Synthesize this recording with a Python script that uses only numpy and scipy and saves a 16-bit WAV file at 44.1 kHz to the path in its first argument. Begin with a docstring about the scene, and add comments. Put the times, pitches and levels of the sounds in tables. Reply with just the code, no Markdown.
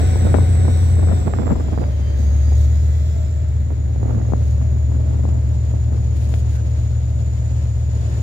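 """Diesel locomotive easing off

Gusts flutter (gated low noise) and pop (single pressure swings) on two microphone ports. Wagons roll by as
coloured noise, with brake scrapes and flange squeaks. The locomotive recedes to the right: exhaust and gear
tones follow one crankshaft angle that falls and hunts, over casing roar, turbocharger whistle and intake rush."""
import sys
import numpy as np
from scipy.fft import rfft, irfft, next_fast_len
from scipy.io import wavfile
from scipy.ndimage import map_coordinates

SR = 44100
rng = np.random.default_rng(int(sys.argv[2]) if len(sys.argv) > 2 else 0)


def to_wav(s):
    """Save 16-bit WAV."""
    ch = np.atleast_2d(s).T  # columns
    pcm = np.round(np.clip(ch, -1, 1) * 32767)  # PCM
    wavfile.write(sys.argv[1], SR, pcm.astype(np.int16))


N = 362502


def amp(db):
    """Decibels to gain."""
    return 10 ** (np.asarray(db) / 20)


def unit(x):
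    """Scale to rms 1 over all channels."""
    return x / np.sqrt(np.mean(np.abs(x) ** 2) + 1e-20)


def along(points, hz):
    """(frequency, value) points interpolated on a log axis."""
    point_hz, value = np.transpose(points)
    return np.interp(np.log(hz + 1), np.log(point_hz + 1), value)


def curves(rows):
    """One value per sample for each column after the time."""
    time_s, *columns = np.transpose(rows)
    return [np.interp(np.arange(N) / SR, time_s, column) for column in columns]


def wobble(knots_per_s):
    """Smooth random curve through normal knots."""
    knots = rng.standard_normal(int(N * knots_per_s / SR) + 4)
    return map_coordinates(knots, [np.arange(N) * knots_per_s / SR])


def port_wobbles(knots_per_s):
    """An independent random curve for each port."""
    return np.array([wobble(knots_per_s), wobble(knots_per_s)])


def filtered(x, response):
    """Apply a complex response of frequency."""
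    size = next_fast_len(N + 8192)
    hz = np.fft.rfftfreq(size, 1 / SR)
    return irfft(rfft(x, size) * response(hz), size)[..., :N]


def noise(spectrum, channels=2):
    """Independent coloured noises, joint rms 1."""
    white = rng.standard_normal((channels, N))
    return unit(filtered(white, lambda hz: amp(along(spectrum, hz))))


def narrow(pitch_hz, width_hz):
    """Two independent narrow noises centred on a moving pitch."""
    white = rng.standard_normal((2, 2, N))
    in_phase, quadrature = filtered(white, lambda hz: 1 / (1 + (hz / width_hz) ** 2))
    phase = 2 * np.pi * np.cumsum(pitch_hz * np.ones(N)) / SR
    return unit(in_phase * np.cos(phase) + quadrature * np.sin(phase))


def sides(pan_db):
    """Left and right gains of mean power 1; positive pan is louder left."""
    return unit(amp([[pan_db / 2], [-pan_db / 2]]))


def stroke(start_s, length_s, edge_s=0.0096):
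    """Smooth gate from start_s."""
    t = np.arange(N) / SR - start_s
    return (np.tanh(t / edge_s) - np.tanh((t - length_s) / edge_s)) / 2


# light wind: (time [s], relative level [dB])
BREEZE_LEVELS = [(0, -26), (1.6, -31), (2, -36), (3.5, -39.5), (4.3, -35), (6.5, -35.5), (6.8, -45.5),
                 (8.2, -47)]
# gusts on one port: (middle [s], full width at 1/e power [s], relative level [dB], port [0 left, 1 right])
GUST_EVENTS = [(.375, 0.066, -19.5, 0), (0.4, 0.045, -18, 1), (0.663, .08, -24, 1), (1.075, .16, -20, 0),
               (1.281, 0.078, -19, 1), (1.447, 0.22, -20, 1), (1.528, 0.11, -18, 0),
               (1.791, 0.13, -19.5, 1), (2.315, 0.12, -27.5, 1), (2.516, 0.051, -26.5, 1),
               (3.708, 0.026, -24, 1), (4.118, 0.25, -21, 1), (4.147, .15, -32, 0), (4.335, 0.082, -27, 0),
               (4.927, 0.054, -26.5, 0), (5.058, .2, -28.5, 1), (5.263, 0.05, -26.5, 0),
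               (5.753, .08, -28.5, 1), (5.957, .07, -25.5, 0), (6.3, 0.11, -32.5, 0)]


def wind(drift_db=2.5):
    """Relative wind strength [dB] per port: drifting breeze plus bell-shaped gusts, added as power."""
    t = np.arange(N) / SR
    drift = np.array([wobble(9), wobble(8.3)])
    power = amp(curves(BREEZE_LEVELS)[0] + drift_db * drift) ** 2
    for middle_s, width_s, db, port in GUST_EVENTS:
        power[round(port)] += amp(db) ** 2 * np.exp(-(2 * (t - middle_s) / width_s) ** 2)
    return 10 * np.log10(power)


# turbulence spectra: (frequency [Hz], relative density [dB per Hz])
BUFFET_SPECTRUM = [(15, -12.5), (50, 1.5), (140, 6.5), (230, 7), (400, -4.5), (700, -16.5), (1200, -33),
                   (2500, -57.5)]
CRACKLE_SPECTRUM = [(200, -19.5), (500, 4.5), (900, -7), (1400, -13), (2200, -24), (4000, -45)]


def gusts(wind_db, buffet_db=-1, lumps_db=4, crackle_db=-14, strong_db=-25, steepness=1.44, spikes_db=5.0):
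    """Turbulence on each port separately; crackle rises faster than buffet with flow."""
    lumps = unit(amp(lumps_db * port_wobbles(55)))
    flow = amp(wind_db - strong_db) * lumps
    spikes = unit(amp(spikes_db * port_wobbles(300)))
    buffet = amp(buffet_db) * flow * noise(BUFFET_SPECTRUM)
    crackle = amp(crackle_db) * flow ** steepness * spikes * noise(CRACKLE_SPECTRUM)
    return amp(strong_db) * (buffet + crackle)


EDDIES_PER_S, EDDY_HZ = 24, 460  # rate per port, central pitch


def eddies(wind_db, over_wind_db=-1.5, scatter_db=7, octaves=.7):
    """Lesser eddies at random times, levels following the wind on their port; rows as POP_EVENTS."""
    count = int(2 * EDDIES_PER_S * N / SR)
    rows = []
    for when, side, size, pitch in rng.random((count, 4)):
        port, at = round(side), int(when * N)
        db = wind_db[port, at] + over_wind_db + scatter_db * (2 * size - 1)
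        hz = EDDY_HZ * 2 ** (octaves * (2 * pitch - 1))
        rows.append((at / SR, db, hz, port))
    return rows


def swing(u):
    """Antisymmetric suck and push of pressure."""
    return 3 * u / (1 + u * u) ** 2


# strongest eddies: (time [s], level before snap_db [dB], nominal pitch [Hz], port [0 left, 1 right])
POP_EVENTS = [(.159, -12, 560, 0), (.3427, -1.5, 690, 0), (.386, -9, 600, 0), (.6524, -16, 600, 1),
              (.6825, -12, 630, 1), (1.0311, -15.5, 500, 0), (1.0743, -19.5, 520, 0),
              (1.3373, -11, 1020, 1), (1.3872, -13, 920, 1), (1.4592, -12, 410, 1), (1.4788, -12, 785, 1),
              (1.6875, -16.5, 520, 0), (1.7772, -10, 577, 1), (1.818, -16.5, 400, 1), (2.521, -18, 460, 1),
              (3.7059, -19, 530, 1), (3.9614, -18, 418, 1), (4.031, -14.5, 530, 1), (4.0576, -12.5, 400, 1),
              (4.3227, -13, 420, 0), (4.3359, -6, 605, 0), (5.194, -19, 447, 1), (5.2533, -15, 523, 0),
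              (5.289, -17, 480, 0), (5.7394, -16, 415, 1), (6.3397, -17, 580, 0)]


def pops(rows, snap_db=-0.5, wake_db=-9.5, wake_s=.007, slower=0.51, spread=0.69, count=5):
    """Each eddy gives one quick suck and push; weaker, mostly slower ones tumble in its wake."""
    lead = SR // 100
    since_s = np.arange(-lead, 4 * lead) / SR
    out = np.zeros((2, N + SR))
    draws = rng.standard_normal((len(rows), 3, count, 1))
    for (time_s, db, hz, port), (size, pitch, delay) in zip(rows, draws):
        snap = swing(np.pi * hz * since_s)
        wake_hz = slower * hz * np.exp(spread * pitch)
        wake = size * swing(np.pi * wake_hz * (since_s - wake_s * np.abs(delay)))
        at = round(time_s * SR)
        out[round(port), at:at + len(since_s)] += amp(db + snap_db) * (snap + amp(wake_db) * wake.sum(0))
    return out[:, lead:lead + N]


# wheel roar: (frequency [Hz], relative density [dB per Hz])
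WHEEL_SPECTRUM = [(20, -1), (60, 9), (200, 6.5), (350, 1), (630, -2.5), (1000, -9), (1400, -12.5),
                  (2000, -16), (2800, -17.5), (4200, -20), (6000, -20.5), (8000, -24.5), (10000, -33.5),
                  (15500, -39)]
# (frequency [Hz], left-right correlation [-1 to 1])
WHEEL_CORRELATION = [(100, 1), (250, 1), (550, 0.48), (1100, -0.69), (2200, -0.14), (5000, -0.053)]
# (frequency [Hz], left-right level difference [dB])
WHEEL_BALANCE = [(100, -3), (500, 3.5), (1500, 4.5), (2400, 1), (4000, 0), (12000, 0.5)]
# (time [s], level before wobble [dB])
ROLLING_LEVELS = [(0, -37.5), (2.7, -40), (3.8, -44), (4.4, -40), (5.9, -39.5), (6.3, -37.5), (7.7, -38.5),
                  (8.2, -35)]


def rolling(sway_db=0.7, rattle_db=1):
    """Wheel-rail roar spread along the train: stereo noise of set correlation per frequency."""
    def mix(hz):
        turn = np.arccos(np.clip(along(WHEEL_CORRELATION, hz), -1, 1)) / 2
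        return np.array([np.cos(turn), np.sin(turn)])

    def balance(hz):
        return amp(along(WHEEL_BALANCE, hz) * np.array([[.5], [-.5]]))

    mid, side = filtered(noise(WHEEL_SPECTRUM), mix)
    roll = unit(filtered(np.array([mid + side, mid - side]), balance))
    return roll * amp(curves(ROLLING_LEVELS)[0] + sway_db * wobble(6.7) + rattle_db * wobble(45))


# scrape noise: (frequency [Hz], relative density [dB per Hz])
GRIT_SPECTRUM = [(800, -21.5), (2000, -1), (4200, -2), (7500, -4.5), (10000, -8.5), (15500, -14.5)]
# (start [s], length [s], level before panning [dB])
SCRAPE_EVENTS = [(4.418, 0.13, -57.5), (6.158, .04, -49), (6.203, .06, -47.5), (6.281, .13, -48.5),
                 (6.49, .08, -50.5), (8.08, .12, -59)]


def scrapes():
    """A brake block scrapes a wheel: gated bright noise with a rough level."""
    roughness_db = 1.8 * wobble(110) + 1.3 * wobble(35)
    grit = unit(noise(GRIT_SPECTRUM) * amp(roughness_db))
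    gates = sum(amp(db) * stroke(start_s, length_s) for start_s, length_s, db in SCRAPE_EVENTS)
    return gates * grit * sides(pan_db=3.0)


# flange rubs: (start [s], length [s], level before panning [dB], pitch [Hz])
SQUEAK_EVENTS = [(6.528, 0.085, -54, 1545), (8.1, 0.079, -56, 1800)]


def squeaks():
    """A flange rubs: short narrow-band noises."""
    out = np.zeros((2, N))
    for start_s, length_s, db, hz in SQUEAK_EVENTS:
        out += amp(db) * stroke(start_s, length_s) * narrow(hz, width_hz=110)
    return out * sides(pan_db=8)


# crankshaft rates [turns/s]
FULL_RATE, EASED_RATE, UNDERSHOOT = 9.452, 8.203, .391
EASE_FROM_S, EASE_TO_S = .756, 2.18
HUNT_PERIOD_S, HUNT_DECAY_S = 2.068, 2.55  # decay: time constant


def speed(delay_s=0):
    """Governed rate [turns/s]: steady, smooth fall with undershoot, then damped hunting."""
    t = np.arange(N) / SR - delay_s
    fall = np.clip((t - EASE_FROM_S) / (EASE_TO_S - EASE_FROM_S), 0, 1)
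    since_s = np.maximum(t - EASE_TO_S, 0)
    hunt = np.exp(-since_s / HUNT_DECAY_S) * np.cos(2 * np.pi * since_s / HUNT_PERIOD_S)
    target = EASED_RATE - UNDERSHOOT * hunt
    return FULL_RATE + (target - FULL_RATE) * (1 - np.cos(np.pi * fall)) / 2


def crank():
    """Crankshaft angle [rad]: the integral of speed."""
    return 2 * np.pi * np.cumsum(speed()) / SR


def effort():
    """Acceleration [turns/s^2]: louder pulling up than running down."""
    return np.gradient(speed()) * SR


# (time [s], load [0-1])
LOAD_CURVE = [(0, 1), (1.1, 0.7), (1.5, .6), (1.9, 0.28), (8.2, 0.05)]


def engine_load():
    """Engine load over time."""
    return curves(LOAD_CURVE)[0]


START_M, TRAIN_M_PER_S = 3.68, 4  # initial distance, speed away


def receding_db():
    """Inverse-distance level relative to the start."""
    return -20 * np.log10(1 + TRAIN_M_PER_S * np.arange(N) / SR / START_M)


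PORT_LAG_MS = .51  # left port behind right


def from_right(x, lag_ms):
    """Sound from the right reaches the left port later: the lag is split between ports."""
    return filtered(x, lambda hz: np.exp(np.array([[-1j], [1j]]) * np.pi * hz * lag_ms / 1000))


def down_the_line(pair, scatter, pan_db):
    """Direct locomotive sound plus an opposite-sign share scattered by the wagon sides."""
    scattered = scatter * np.array([[1], [-1]]) * pair[1]
    return from_right(pair[0] + scattered, PORT_LAG_MS) * sides(pan_db) / np.hypot(1, scatter)


WHISTLE_HZ, WHISTLE_HZ_PER_RATE, SPOOL_LAG_S = 6922, 795, .09  # pitch at EASED_RATE, slope, delay
# (time [s], level before skirt, octave and panning [dB])
WHISTLE_LEVELS = [(0, -44), (1.15, -45.5), (1.75, -54.5), (2.08, -57), (2.23, -48), (3.25, -51.5),
                  (3.65, -55), (4.6, -53), (8.2, -50.5)]


def whistle(octave_db=-21, skirt_db=-2):
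    """Breathy turbocharger tone and octave, lagging engine speed and broadening under load."""
    pitch_hz = WHISTLE_HZ + WHISTLE_HZ_PER_RATE * (speed(SPOOL_LAG_S) - EASED_RATE)
    tone = narrow(pitch_hz, width_hz=103)
    tone += amp(skirt_db) * engine_load() * narrow(pitch_hz, width_hz=410)
    tone += amp(octave_db) * narrow(2 * pitch_hz, width_hz=330)
    return down_the_line(amp(curves(WHISTLE_LEVELS)[0]) * tone, scatter=1.0, pan_db=-5.0)


# air rush: (frequency [Hz], relative density [dB per Hz])
INTAKE_SPECTRUM = [(1500, -25), (3700, 0.5), (5000, -3.5), (6000, 0.5), (8200, -5.5), (9500, -14),
                   (12500, -10), (15500, -12.5)]
# (start [s], length [s], level before surge_db [dB])
SURGE_EVENTS = [(0.682, .26, -63), (1.14, .1, -65), (2.169, .08, -65.5), (2.304, 1.02, -66.5),
                (2.563, 0.1, -66.5), (4.38, 0.23, -72.5)]


def intake(rush_db=-45, rush_fade=1.25, effort_db=0.8, surge_db=13, surge_edge=.16):
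    """Air rush through the intakes; steady draw and surges add as power."""
    draw = amp(rush_db + rush_fade * receding_db() + effort_db * effort())
    surges = np.zeros(N)
    for start_s, length_s, db in SURGE_EVENTS:
        surges += amp(db + surge_db) * stroke(start_s, length_s, edge_s=surge_edge * length_s)
    rush = np.hypot(draw, surges) * noise(INTAKE_SPECTRUM)
    return down_the_line(rush, scatter=.38, pan_db=-8.5)


def machinery_gain(near_db=-30, effort_db=1):
    """Gain shared by casing and gears: distance and effort."""
    return amp(near_db + receding_db() + effort_db * effort())


# (frequency [Hz], relative density [dB per Hz])
CASING_SPECTRUM = [(60, -26), (200, 6.5), (400, 3), (680, 0.5), (1000, -12.5), (1450, -11), (2100, -12),
                   (2900, -18), (4000, -21), (6000, -31.5), (12000, -50.5)]


def casing(angle, pulsing=.2):
    """Engine casing roar, pulsing with twelve firings a turn."""
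    firing = np.cos(12 * angle)
    roar = noise(CASING_SPECTRUM) * (1 + pulsing * firing)
    return machinery_gain() * down_the_line(roar, scatter=0.35, pan_db=3.0)


# wagons hiding the locomotive: (time [s], share [0-1])
SCREEN_SHARE = [(0, 0), (3.1, 0.08), (3.7, 0.78), (8.2, 1)]
# gear and blower tones: (multiple of crankshaft rate, rounded when played, relative level loaded [dB],
# relative level eased off [dB], phase wander scale [rad])
GEAR_TONES = [(73.04, -18, -4, .45), (78.74, -10, -7, .7), (159.3, -15, -22, 0.8), (237, -27.5, -22, 0.87),
              (397, -21, -17.5, 1.2), (602, -24, -18, 1.5)]
SWELL_S, SWELL_LENGTH_S, SWELL_DB = 3.05, 0.39, 4.5  # brief swell of all tones


def gears(angle, waver_db=3.2, screen_db_per_order=0.07, bend_db=7.0):
    """Gear and blower tones locked to the crank, with a wavering path to each port."""
    load = engine_load()
    hidden, = curves(SCREEN_SHARE)
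    whine = np.zeros((2, N))
    for order, loaded_db, eased_db, wander_rad in GEAR_TONES:
        phase = round(order) * angle + wander_rad * (wobble(22) + .5 * port_wobbles(15))
        # low tones bend round the wagons, high ones do not: a tilt about order 100
        shadow_db = hidden * (bend_db - screen_db_per_order * order)
        tone_db = eased_db + load * (loaded_db - eased_db) + shadow_db + waver_db * wobble(11)
        whine += np.sqrt(2) * amp(tone_db) * np.sin(phase)
    swell = amp(SWELL_DB * stroke(SWELL_S, SWELL_LENGTH_S, edge_s=.06))
    return machinery_gain() * swell * from_right(whine, lag_ms=0.453)


# gas rumble: (frequency [Hz], relative density [dB per Hz])
EXHAUST_SPECTRUM = [(15, -35), (30, -27), (50, -9.5), (75, -1), (115, 1), (160, -12.5), (300, -25),
                    (700, -63.5)]


def exhaust_gas(loaded_db=-28, eased_db=-35):
    """Soft rumble of exhaust gas, its level following load."""
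    level_db = eased_db + engine_load() * (loaded_db - eased_db)
    return amp(level_db) * down_the_line(noise(EXHAUST_SPECTRUM), scatter=0.47, pan_db=-1)


# strongest orders, swelling across resonances; levels before waver and panning:
# (time [s], order 9 level [dB], order 14 level [dB])
STRONG_ORDERS = [(0, -15, -42), (1.08, -13, -44), (1.3, -23.5, -45), (1.65, -21.5, -45),
                 (1.9, -19.5, -32.5), (2.6, -11.5, -24), (3.25, -18.5, -30), (3.8, -19, -27.5),
                 (4.15, -22, -20), (4.5, -16.5, -22.5), (5.7, -18, -22.5), (8.22, -21, -23)]
# weaker orders from unequal cylinders; levels before waver and panning:
# (multiple of crankshaft rate, level loaded [dB], level eased off [dB])
WEAK_ORDERS = [(6, -25.5, -42), (7, -23.5, -40.5), (8, -24.5, -32), (10, -21.5, -35), (11, -33.5, -32.5),
               (12, -30, -35), (13, -27.5, -32), (15, -40, -40), (16, -41, -35.5), (17, -45.5, -45.5),
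               (18, -47.5, -44), (19, -47.5, -49.5), (20, -47.5, -48.5)]


def exhaust_boom(angle, waver_db=0.5, side_waver_db=1, smear_rad=0.903):
    """Two strong crankshaft orders; adjacent orders beat against them once a turn."""
    def line(order, db):
        # silencer delays each order differently, spreading the beat over the turn
        phase = order * angle + smear_rad * (order - 9) ** 2 + rng.normal(0, .3)
        return np.sqrt(2) * amp(db) * np.sin(phase)

    ninth_db, fourteenth_db = curves(STRONG_ORDERS)
    load = engine_load()
    boom = line(9, ninth_db + waver_db * wobble(10))
    boom += line(14, fourteenth_db + waver_db * wobble(8.1))
    for order, loaded_db, eased_db in WEAK_ORDERS:
        boom += line(round(order), eased_db + load * (loaded_db - eased_db) + side_waver_db * wobble(4.4))
    return from_right(boom, PORT_LAG_MS) * sides(pan_db=1.3)


def scene():
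    """Sum of wind, wagons and locomotive."""
    wind_db, angle = wind(), crank()
    air = gusts(wind_db) + pops(eddies(wind_db)) + pops(POP_EVENTS)
    wagons = rolling() + scrapes() + squeaks()
    locomotive = whistle() + intake() + casing(angle) + gears(angle) + exhaust_gas() + exhaust_boom(angle)
    return air + wagons + locomotive


TOP_HZ = 15750


def record(dry):
    """Round off the tallest peaks, then cut everything from TOP_HZ up."""
    rounded = dry / (1 + np.abs(dry / .88) ** 10) ** .1
    return filtered(rounded, lambda hz: hz < TOP_HZ)


dry = scene()
out = record(dry)
to_wav(out)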